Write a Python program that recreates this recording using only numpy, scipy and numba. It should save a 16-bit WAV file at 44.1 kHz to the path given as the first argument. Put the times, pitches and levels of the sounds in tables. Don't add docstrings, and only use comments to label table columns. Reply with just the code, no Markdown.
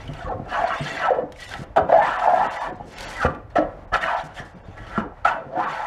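import sys
import numpy as np
from scipy import signal
from scipy.fft import rfft, irfft, next_fast_len
from scipy.io import wavfile
from scipy.ndimage import uniform_filter1d
from numba import njit

SR = 44100
rng = np.random.default_rng(int(sys.argv[2]) if len(sys.argv) > 2 else 0)


def bounce(signal):
    frames = np.transpose(np.atleast_2d(signal))
    limited = np.clip(frames, -1, 1)
    pcm = np.round(limited * 32767).astype(np.int16)
    wavfile.write(sys.argv[1], SR, pcm)


def makeup_ratio(level_db):
    decades = np.asarray(level_db, float) / 20
    return 10 ** decades


N = 258426

# pitch_hz, level_db, t60_s
BODY_MODES = [(315, -12.5, 0.13), (373, -31.5, 0.16), (522.4, 1, 0.1), (548, 1.5, 0.069), (608, -1, 0.14),
              (664.3, 7, 0.087), (735, 2.5, 0.15), (762.3, -1, 0.15), (850, 6, 0.086), (934, 3, 0.06),
              (1027, 3, 0.048), (1123, -3, 0.11), (1200, -1.5, 0.064), (1330, 7, 0.061), (1430, 2, 0.052),
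              (1503.5, 2.5, 0.068), (1640, 2, 0.066), (1683, 2.5, 0.057), (1759, 4.5, 0.062),
              (1900, 7, 0.038), (2010, -27.5, 0.027), (2325, -0.5, 0.026), (2885, -0.5, 0.021),
              (2930, 0, 0.084)]
# start_s, peak_db, pitch_hz, t60_s
BENCH_THUMPS = [(0.06, -37, 138, 0.21), (0.09, -24.5, 149, 0.27), (0.244, -26, 85, 0.05),
                (.268, -34, 75, .08), (0.342, -25, 101, 0.14), (0.421, -27.5, 132, 0.065),
                (0.398, -22, 152, 0.036), (0.806, -20, 147, 0.23), (1.236, -31.5, 297, 0.28),
                (1.592, -25.5, 128, 0.061), (1.616, -24, 180, 0.029), (1.778, -17, 415, 0.17),
                (1.818, -23.5, 90, 0.083), (2.801, -34, 134, 0.19), (3.246, -18.5, 236, 0.17),
                (3.25, -15, 80.5, 0.15), (3.296, -25, 156.6, 0.17), (3.582, -15, 307.3, 0.21),
                (3.923, -25.5, 49.4, 0.078), (4.235, -33.5, 152.5, 0.3), (4.4, -28.5, 128, 0.049),
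                (4.544, -33, 182, 0.12), (4.683, -28, 101, 0.099), (4.801, -36.5, 111, 0.22),
                (4.978, -13, 218, 0.11), (5.008, -20.5, 202, .05), (5.223, -34.5, 52, 0.36),
                (5.463, -33, 141.5, 0.17), (5.572, -26, 328, 0.19)]


def rms_one(x):
    return x / np.sqrt(np.mean(x ** 2) + 1e-20)


def evened(x, span_s):
    return x / np.sqrt(uniform_filter1d(x ** 2, size=int(span_s * SR)) + 1e-12)


def filtered(x, order, edge_hz, kind):
    return signal.sosfilt(signal.butter(order, edge_hz, kind, fs=SR, output="sos"), x)


def drift(rate_hz):
    r = np.exp(-2 * np.pi * rate_hz / SR)
    noise = rng.standard_normal(N + SR)
    return rms_one(signal.lfilter([1], [1, -2 * r, r * r], noise)[SR:])


def coloured(x, spectrum):
    hz, level_db = np.transpose(spectrum)
    size = next_fast_len(N)
    log_hz = np.log(np.arange(size // 2 + 1) * SR / size + 1e-3)
    gain = makeup_ratio(np.interp(log_hz, np.log(hz), level_db))
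    return rms_one(irfft(rfft(x, size) * gain, size)[:N])


def grains(per_s, spread_db):
    sizes = makeup_ratio(spread_db * np.minimum(rng.exponential(1, N), 4))
    signs = rng.choice([-1, 1], N)
    return rms_one(sizes * signs * (rng.random(N) < per_s / SR))


def ring(x, hz, t60):
    r = makeup_ratio(-60 / (t60 * SR))
    w = 2 * np.pi * hz / SR
    return signal.lfilter([0, np.sin(w)], [1, -2 * r * np.cos(w), r * r], x + 1e-18)


@njit
def glide(x, w, r):
    y = np.zeros(len(x))
    for i in range(2, len(x)):
        drive = (1 - r[i] ** 2) / 2 * (x[i] - x[i - 2])
        y[i] = drive + 2 * r[i] * np.cos(w[i]) * y[i - 1] - r[i] ** 2 * y[i - 2]
    return y


def place(out, hit, i, peak_db):
    hit = makeup_ratio(peak_db) * hit / np.abs(hit).max()
    out[i:i + len(hit)] += hit[:N - i]


def controls(tables):
    t = np.arange(N) / SR
    out = np.zeros((len(tables[0][0]) - 1, N))
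    for rows in tables:
        s, *columns = np.transpose(rows)
        i = round(s[0] * SR)
        out[:, i:] = [np.interp(t[i:], np.maximum.accumulate(s), c) for c in columns]
    return uniform_filter1d(out, size=160, axis=1)


def skid(s, hz, level_db, bite_db, fade_db_s):
    attack_s, rise_db, sag_octaves_per_s, slowest_hz = 0.012, 11.5, 10, 470
    t = np.concatenate([[0], attack_s + np.linspace(0, .4, 21)])
    after = np.maximum(t - attack_s, 0)
    ripple_hz = np.maximum(hz * 2 ** (-sag_octaves_per_s * after), slowest_hz)
    chatter_db = np.maximum(level_db - fade_db_s * after - rise_db * (t == 0), -77.5)
    bite = np.maximum(bite_db - 1.96 * fade_db_s * after, -102.5)
    return np.transpose([s + t, ripple_hz, chatter_db, bite])


def strokes():
    # start_s, ripple_hz, chatter_db, bite_db
    slide_in = [(0, 890, -51.5, -50), (.134, 1240, -48.5, -51.5), (.2, 1430, -42.5, -45.5),
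                (.262, 1070, -41.5, -54.5), (.312, 610, -27, -58.5), (.39, 553, -51, -93),
                (.46, 604, -46.5, -57.5)]
    cut_1 = [(0.461, 594, -38.5, -64), (0.501, 1510, -38.5, -44.5), (.53, 1330, -25, -43.5),
             (0.6, 735, -21, -42.5), (0.655, 690, -26, -40), (0.699, 1330, -28.5, -42),
             (0.761, 1220, -29, -35), (.8, 770, -41, -38.5)]
    run_out_1 = [(.8, 775, -29.5, -39), (.845, 895, -49, -34), (.862, 1810, -32, -33.5),
                 (.935, 1890, -36, -36.5), (1.002, 1820, -29.5, -42), (1.045, 1200, -21, -38),
                 (1.097, 630, -25, -49.5), (1.128, 474, -23, -56.5), (1.205, 465, -27.5, -75),
                 (1.24, 490, -37.5, -88), (1.31, 470, -66, -101.5)]
    draw_back_1 = [(1.317, 777, -52.5, -70), (1.4, 2240, -73.5, -45), (1.524, 1880, -39.5, -43),
                   (1.548, 1920, -35.5, -50), (1.621, 727, -50, -49.5), (1.641, 770, -35.5, -51),
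                   (1.658, 730, -75.5, -93.5)]
    cut_2 = [(1.886, 640, -30, -60), (1.894, 630, -16, -50), (1.916, 608, -24, -47.5),
             (1.926, 590, -9, -49), (2.049, 973, -21.5, -40), (2.128, 1380, -26, -45),
             (2.2, 850, -26, -41.5)]
    run_out_2 = [(2.2, 850, -27.5, -43.5), (2.29, 687, -15, -47), (2.42, 850, -23, -46),
                 (2.53, 900, -32, -39.5), (2.628, 948, -29, -43.5), (2.686, 827, -30, -52),
                 (2.72, 677, -36.5, -59.5), (2.752, 775, -51.5, -63)]
    draw_back_2 = [(2.759, 673, -67.5, -72.5), (3.0, 692, -40, -41.5), (3.08, 670, -37.5, -39.5),
                   (3.139, 2070, -38.5, -42), (3.202, 1550, -34.5, -47.5), (3.236, 1160, -22.5, -41),
                   (3.269, 1197, -16.5, -56.5)]
    landing_3 = [(3.917, 713, -38.5, -71.5), (3.927, 760, -19, -55), (3.941, 1230, -25, -28),
                 (3.958, 1270, -13, -35), (3.963, 1356, -23.5, -37.5)]
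    cut_3 = [(3.969, 1440, -31.5, -36), (4.0, 1330, -37.5, -54), (4.026, 2010, -31, -32.5),
             (4.086, 1020, -22.5, -46.5), (4.133, 850, -23, -46), (4.203, 780, -29, -40.5),
             (4.244, 746, -43.5, -55), (4.34, 1505, -46.5, -58.5)]
    draw_back_3 = [(4.345, 1540, -59.5, -49.5), (4.386, 1970, -32, -44.5), (4.5, 743, -56.5, -63.5),
                   (4.762, 716, -52, -59), (4.779, 1920, -38.5, -54.5), (4.813, 1640, -45.5, -59),
                   (4.87, 1200, -46.5, -55), (4.955, 1530, -33.5, -50.5)]
    cut_4 = [(5.476, 412, -50.5, -83.5), (5.558, 645, -25.5, -62.5), (5.592, 876, -20.5, -46.5),
             (5.635, 1036, -25.5, -51), (5.682, 1154, -29.5, -48), (5.758, 917, -30, -42.5),
             (5.86, 947, -26.5, -50.5)]
    # start_s, ripple_hz, chatter_db, bite_db, fade_db_per_s
    skids = [
        (1.76, 724, -10, -35.5, 305),
        (3.272, 1250, -35, -51.5, 123),
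        (3.498, 778, -51, -55, 286.5),
        (3.554, 598, -14.5, -37, 191.5),
        (4.971, 1246, -26.5, -45.5, 198),
        (5.16, 1900, -56, -75, 12.5),
        (5.246, 1390, -17.5, -33.5, 123.5),
    ]
    moves = [slide_in, cut_1, run_out_1, draw_back_1, cut_2, run_out_2, draw_back_2,
             landing_3, cut_3, draw_back_3, cut_4]
    moves += [skid(*row) for row in skids]
    return controls(sorted(moves, key=lambda rows: rows[0][0]))


def body(force, coupling_db):
    out = 0
    for k, (hz, level_db, t60) in enumerate(BODY_MODES):
        out = out + (-1) ** k * makeup_ratio(level_db) * ring(force * makeup_ratio(coupling_db[k]), hz, t60)
    return out


def chatter(level_db, hz, bite_db):
    bumps = grains(2500, spread_db=4.5) * makeup_ratio(1.9 * drift(57))
    w = 2 * np.pi * hz / SR
    r = np.exp(-np.pi * 0.42 * hz / SR)
    ripple = evened(glide(glide(bumps, w, r), w, r), 0.091)
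    octave = evened(glide(glide(bumps, 2 * w, r), 2 * w, r), 0.32)
    rub = rms_one(filtered(grains(4000, spread_db=2.5), 2, [480, 2100], "band"))
    rub_db = 11 + 0.76 * (bite_db - level_db)
    force = ripple + makeup_ratio(-12) * octave + makeup_ratio(rub_db) * rub
    wander = [drift(7.9) for _ in range(6)]
    answer = body(force, [2.7 * wander[k % 6] for k in range(len(BODY_MODES))])
    direct = makeup_ratio(-12.5) * rms_one(force)
    return makeup_ratio(level_db) * evened(rms_one(answer) + direct, 0.028)


def blade(bite_db):
    # pitch_hz, level_db per Hz
    hiss_spectrum = [(1200, -1.5), (2000, 2.5), (2500, -5), (3200, -2), (4000, -8.5), (5000, -15.5),
                     (6300, -6), (9000, -67)]
    # pitch_hz, level_db per Hz
    shaving_spectrum = [(2500, -13.5), (5000, -8), (6300, -10), (8000, -13), (10000, -17.5), (13000, -28.5),
                        (15500, -28.5), (18000, -39)]
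    # pitch_hz, width_hz, level_db
    iron_modes = [(2296, 96, 5), (2740, 62, 10), (2947, 17, 11), (3300, 280, 1.5), (3616, 62, 10),
                  (4470, 210, 5), (4620, 700, 4.5), (5710, 130, 1), (7190, 72, 20.5)]
    # start_s, end_s, extra_db
    loose_curls = [
        (1.317, 1.66, 10),
        (2.227, 2.724, 5),
        (2.856, 3.273, 8.5),
        (2.757, 2.77, 21),
        (2.873, 2.898, 4),
        (4.24, 4.275, 16),
        (4.336, 4.412, 7),
        (4.45, 4.515, 11),
        (4.773, 4.949, 7),
    ]
    tear = coloured(grains(8000, spread_db=-3.5), hiss_spectrum)
    iron = np.zeros(N)
    for hz, width, level_db in iron_modes:
        iron += makeup_ratio(level_db + 5.5 * drift(20)) * ring(tear, hz, 1.6 / width) * width / 900
    clumps = drift(4.4)
    hiss = rms_one(tear + makeup_ratio(-5.0) * iron) * makeup_ratio(bite_db + 0.32 * clumps)
    t = np.arange(N) / SR
    shavings_db = bite_db - 14
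    for start, end, extra_db in loose_curls:
        shavings_db = shavings_db + extra_db * ((t > start) & (t < end))
    rustle = coloured(grains(13000, spread_db=3.5), shaving_spectrum)
    return hiss + rustle * makeup_ratio(shavings_db + 0.99 * clumps + 1.5 * drift(60))


def squeals(bite_db):
    out = np.zeros(N + SR)
    waver = drift(90)
    for when, pitch, span in rng.random((500, 3)):
        octaves = 2 * pitch ** 1.3
        t = np.arange(int(0.031 * (.5 + span) * SR)) / SR
        i, j = int(when * N), int(span * (N - SR))
        tone = np.sin(2 * np.pi * 2100 * 2 ** octaves * t)
        out[i:i + len(t)] += makeup_ratio(-5 * octaves) * np.hanning(len(t)) * waver[j:j + len(t)] * tone
    return out[:N] * makeup_ratio(bite_db - 4)


def catches():
    # start_s, peak_db, pitch_hz, length_s
    early = [(0.001, -37.5, 1950, 0.0073), (0.083, -37, 678, 0.024), (0.141, -35, 684, 0.021),
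             (0.188, -30, 730, 0.0071), (.203, -32.5, 1450, 0.018), (0.213, -30, 700, 0.024),
             (.253, -27, 1120, 0.016), (0.256, -29, 517, 0.036), (2.219, -19, 1320, 0.014),
             (0.293, -24, 850, 0.017), (0.302, -24, 677, 0.02), (0.32, -31, 1082, 0.025),
             (0.714, -19, 1100, 0.015), (0.719, -30, 2830, 0.015), (0.733, -19.5, 1590, 0.0094),
             (0.856, -24.5, 1700, 0.014), (.893, -25.5, 1920, 0.031), (.9, -35, 2700, 0.038),
             (.95, -25.5, 1870, 0.008), (0.966, -24.5, 1625, 0.013), (.972, -28, 2010, 0.015),
             (0.991, -27, 1986, 0.021), (1.037, -22, 1313, 0.048), (1.082, -11, 758, 0.014),
             (1.112, -10, 540, 0.01), (1.955, -26, 1700, .03), (1.388, -39, 1940, 0.011),
             (1.415, -30.5, 1940, 0.021), (1.46, -33, 1980, 0.0088), (1.511, -30, 1550, 0.014),
             (1.55, -27, 780, 0.0067), (1.215, -24.5, 509, 0.025), (1.985, -5.5, 815, 0.0089),
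             (2.003, -22.5, 1776, 0.038), (2.016, -15, 661, 0.014), (2.042, -27, 1957, 0.017),
             (2.552, -30, 1970, 0.045), (2.038, -15, 807, 0.0044), (2.236, -12, 850, 0.014),
             (2.27, -9.5, 861, 0.013), (2.286, -15, 695, 0.0058), (2.426, -13, 840, 0.0092),
             (2.468, -20, 850, 0.0079), (2.446, -23.5, 1290, 0.031), (2.612, -21, 910, 0.017),
             (2.623, -22, 950, 0.027), (2.071, -20, 1007, 0.034), (2.807, -28.5, 830, 0.0036)]
    # start_s, peak_db, pitch_hz, length_s
    late = [(3.151, -31, 2020, 0.025), (3.172, -31, 1930, 0.028), (3.195, -23, 1593, 0.021),
            (3.211, -21, 1258, .015), (3.229, -15, 1442, 0.011), (3.941, -26, 2540, 0.019),
            (3.268, -22, 1172, 0.04), (3.567, -25, 1480, 0.016), (3.575, -22, 1705, 0.013),
            (3.577, -22, 1340, 0.014), (3.558, -15, 687, 0.0072), (0.542, -21.5, 1042, 0.022),
            (.55, -23, 1514, 0.023), (0.635, -13, 687, 0.017), (1.766, -7, 640, 0.008),
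            (2.407, -16, 853, 0.012), (3.599, -20, 553.6, 0.036), (3.927, -23, 777, 0.014),
            (3.929, -13, 1283, 0.02), (5.25, -27, 1674, 0.022), (3.934, -19, 684, 0.013),
            (3.952, -21, 1310, 0.0095), (4.025, -18, 1843, 0.015), (4.048, -23, 1780, 0.014),
            (4.076, -20, 1233, 0.017), (4.077, -29.5, 2490, .015), (4.094, -17.5, 999, 0.017),
            (4.141, -18.5, 680, 0.012), (5.247, -9.5, 1335, 0.011), (3.924, -21, 1704, 0.036),
            (4.96, -22, 1388, 0.017), (5.277, -14, 1428, 0.011), (5.278, -27, 2650, 0.014),
            (5.31, -17, 721, 0.0086), (5.507, -35, 697, 0.021), (5.597, -18, 902, 0.017),
            (5.66, -23, 1119, 0.03), (5.789, -21.5, 885, 0.03)]
    out = np.zeros(N)
    t = np.arange(int(.15 * SR)) / SR
    for s, peak_db, hz, length_s in early + late:
        swell = np.sin(np.pi * np.clip(t / max(length_s, .003), 0, 1))
        hit = np.zeros(len(t))
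        for f, level_db in [(hz, 0), (1.2 * hz, -12)]:
            drive = swell * np.sin(2 * np.pi * f * t)
            hit += makeup_ratio(level_db) * ring(drive, f, 16.7 / f)
        place(out, hit, max(round(s * SR), 0), peak_db)
    return out


def shudder():
    t = np.arange(N) / SR
    gain = np.zeros(N)
    for s, peak_db, *_ in BENCH_THUMPS:
        decay_db = -60 * np.maximum(t - s, 0) / 0.39
        gain += makeup_ratio(min(peak_db, -21.0) - 18 + decay_db) * np.clip((t - s) * 200, 0, 1)
    return gain


def rumble(chatter_db):
    # pitch_hz, level_db per Hz
    rumble_spectrum = [(41, -33), (70, -4.5), (100, -3), (146, 7), (254, 5.5), (307, 7), (343, 3.5),
                       (420, 4), (550, 6), (900, -69.5)]
    # start_s, level_db
    weight = [(0, 12), (.35, 9.5), (.55, -5.5), (.78, 10.5), (.85, 13), (1.05, 0.5), (1.22, 16.5),
              (1.45, 6), (1.85, 13), (2.2, 1), (2.45, 11.5), (2.6, -8), (2.72, 18.5), (3.35, 2), (3.87, 17),
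              (3.93, 5.5), (4.2, 0.5), (4.9, 8), (5.07, 0), (5.27, 4), (5.5, 15), (5.86, -3.5)]
    level_db = -41 + 0.36 * chatter_db + controls([weight])[0]
    noise = coloured(rng.standard_normal(N), rumble_spectrum)
    return noise * (makeup_ratio(level_db) + shudder()) * makeup_ratio(2.9 * drift(11.0))


def shop():
    # pitch_hz, level_db per Hz
    shop_spectrum = [(60, -42.5), (100, -37), (140, -5.5), (370, -33), (600, -4.5), (800, -8), (1250, -15),
                     (2000, -23), (3200, -34), (6000, -42.5), (15000, -60.5)]
    return coloured(rng.standard_normal(N), shop_spectrum) * makeup_ratio(-50.5 + 2.3 * drift(4))


def sway():
    # start_s, level_db
    sway_levels = [(0.0, -36), (0.31, -39), (0.93, -52), (1.68, -42), (2.37, -52.5), (3.49, -40),
                   (4.29, -49), (4.9, -41.5), (5.45, -57), (5.86, -53)]
    s, level_db = np.transpose(sway_levels)
    deep = [(10, -55), (25, -9.5), (42, -1.5), (70, -12.0), (110, -9.0), (300, -73.5)]   # pitch_hz, level_db
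    low = coloured(rng.standard_normal(N), deep)
    return low * makeup_ratio(np.interp(np.arange(N) / SR, s, level_db))


def thumps():
    out = np.zeros(N)
    push = np.concatenate([np.hanning(130), np.zeros(SR // 2)])
    for s, peak_db, hz, t60 in BENCH_THUMPS:
        hit = ring(push, hz, t60) + 0.94 * ring(push, 1.7 * hz, 0.41 * t60)
        hit = filtered(hit, 2, 0.6 * hz, "high")
        place(out, hit, round(s * SR), peak_db)
    return out


def snaps():
    # start_s, peak_db, pitch_hz, ring_cycles
    breaks = [(0.0768, -23, 3010, 60), (0.135, -23, 2710, 10), (1.322, -20, 1950, 2.7),
              (1.3607, -26, 2170, 37), (1.4, -24, 2030, 29), (1.491, -24, 5200, 2.8),
              (1.526, -33, 3600, 4.4), (1.5386, -12.5, 3130, 17), (2.9842, -13, 2800, 4.7),
              (3.007, -12, 3300, 2.9), (3.026, -21, 3500, 4), (3.047, -21, 3600, 4.1),
              (3.114, -18, 1990, 17), (3.261, -21.5, 3500, 3), (3.3477, -30.5, 2330, 4.2),
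              (3.504, -48, 3200, 8.1), (4.013, -16, 2170, 11), (4.375, -25, 2960, 25),
              (4.8672, -29.5, 2920, 66)]
    out = np.zeros(N)
    t = np.arange(2000) / SR
    for s, peak_db, hz, cycles in breaks:
        fizz = rng.standard_normal(len(t)) * makeup_ratio(-60 * t / 0.03)
        hit = np.diff(ring(fizz, hz, cycles / hz), prepend=0)
        hit = filtered(hit, 1, 8000.0, "low")
        place(out, hit, round(s * SR), peak_db - 11.5)
    return out


def knocks():
    # start_s, peak_db, centre_hz, rattle_t60_s
    blows = [(0.322, -17.5, 514, 0.12), (0.396, -22.5, 710, 0.024), (0.707, -7.5, 1330, 0.079),
             (1.106, -4, 560, 0.055), (1.187, -10, 548, 0.03), (1.767, -6, 704, 0.021),
             (1.926, 0.5, 650, 0.026), (2.336, -4, 700, 0.036), (2.406, -7.5, 900, 0.12),
             (2.8, -23, 764, 0.087), (3.23, -8.5, 1420, 0.042), (3.249, -6.5, 526, 0.012),
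             (3.559, -9, 608, 0.14), (3.585, -0.5, 638, 0.036), (3.953, -8, 1250, 0.015),
             (4.041, -5.5, 1830, 0.006), (4.978, -7.5, 1284, 0.044), (5.254, -5, 773, 0.068)]
    # start_s, peak_db, centre_hz, rattle_t60_s
    more_blows = [
        (1.7836, -3, 1330, 0.033),
        (4.389, -26, 1900, 0.055),
        (5.253, -15, 1350, 0.04),
        (5.278, -16, 1350, 0.035),
        (1.539, -15, 1740, .04),
        (5.121, -29.5, 760, 0.026),
    ]
    out = np.zeros(N)
    t = np.arange(int(.3 * SR)) / SR
    for s, peak_db, hz, t60 in blows + more_blows:
        contact = rng.standard_normal(len(t)) * makeup_ratio(-60 * t / t60) + 40 * (t == 0)
        force = ring(ring(contact, hz, 8 / hz), hz, 8 / hz)
        answer = body(force, rng.normal(0, 3, len(BODY_MODES)))
        hit = rms_one(answer) + makeup_ratio(6) * rms_one(force)
        hit = filtered(hit, 4, 0.66 * min(hz, 800.0), "high")
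        place(out, hit, round(s * SR) - 60, peak_db - 4.0)
    return out


def workshop(x):
    t60_s, wall_cut_hz = 0.38, 2970
    t = np.arange(SR // 2) / SR
    tail = rng.standard_normal(len(t)) * makeup_ratio(-60 * t / t60_s) * (t > .006)
    dull = filtered(tail, 2, wall_cut_hz, "low")
    return signal.fftconvolve(x, dull / np.sqrt(np.sum(dull ** 2)))[:N]


def scene():
    hz, chatter_db, bite_db = strokes()
    plane = chatter(chatter_db, hz, bite_db) + blade(bite_db) + catches() + snaps() + knocks()
    bench = rumble(chatter_db) + thumps()
    room = makeup_ratio(-17) * workshop(plane)
    return (plane + room + bench + shop() + sway() + squeals(bite_db))[None]


def starve(x):
    # start_s, thinned_above_hz, empty_above_hz
    thinned = [(.3, 1800, 4200), (.6483, 3600, 12000), (.6657, 3600, 7200), (.724, 3000, 10500),
               (.767, 3000, 9000), (.815, 3000, 9000), (1.044, 3200, 7700), (1.087, 3200, 7700),
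               (1.133, 2950, 4700), (1.46, 3500, 15000), (1.474, 575, 11600), (2.011, 2800, 5000),
               (2.18, 3500, 3900), (2.281, 1800, 5900), (2.4813, 3700, 4200), (2.4987, 3700, 4200),
               (2.5813, 2300, 7600), (2.5987, 1000, 7600), (2.716, 2500, 5100), (2.75, 2500, 8500),
               (2.9513, 2500, 7600), (2.9687, 4800, 9000), (3.0573, 2500, 7300), (3.0747, 4500, 7300),
               (3.158, 5000, 13500), (3.865, 2400, 4000), (4.157, 3200, 6200), (4.545, 3000, 7500),
               (4.607, 3500, 14000), (4.6244, 1000, 13500), (4.6418, 3500, 7500), (5.658, 3700, 4800)]
    # start_s, empty_below_hz
    bass_losses = [
        (.775, 400),
        (2.586, 430),
        (2.599, 430),
        (4.158, 380),
    ]
    size = 1536
    out = x.copy()
    fade = np.hanning(size) ** .5
    hz = np.arange(size // 2 + 1) * SR / size
    losses = [(s, 0, thin, top) for s, thin, top in thinned]
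    losses += [(s, edge, SR, SR) for s, edge in bass_losses]
    for s, lost_below, thin_above, lost_above in losses:
        i = round(s * SR) - size // 2
        lines = rfft(x[i:i + size] * fade)
        power = np.abs(lines) ** 2
        weak = power < 1.4 ** 2 * uniform_filter1d(power, size=30)
        empty = (hz > lost_above) | (hz < lost_below)
        lost = np.maximum(.85 * (weak & (hz > thin_above)), empty)
        out[i:i + size] -= irfft(lines * lost) * fade
    return out


def low_pass(x):
    return signal.sosfilt(signal.butter(12, 15300, fs=SR, output="sos"), x)


def record(dry):
    rounded = 1.15 * np.tanh(dry[0] / 1.15)
    cut = signal.cheby2(12, 60, 15800, fs=SR, output="sos")
    mix = starve(signal.sosfilt(cut, rounded))[None]
    return low_pass(mix)


dry = scene()
out = record(dry)
bounce(out)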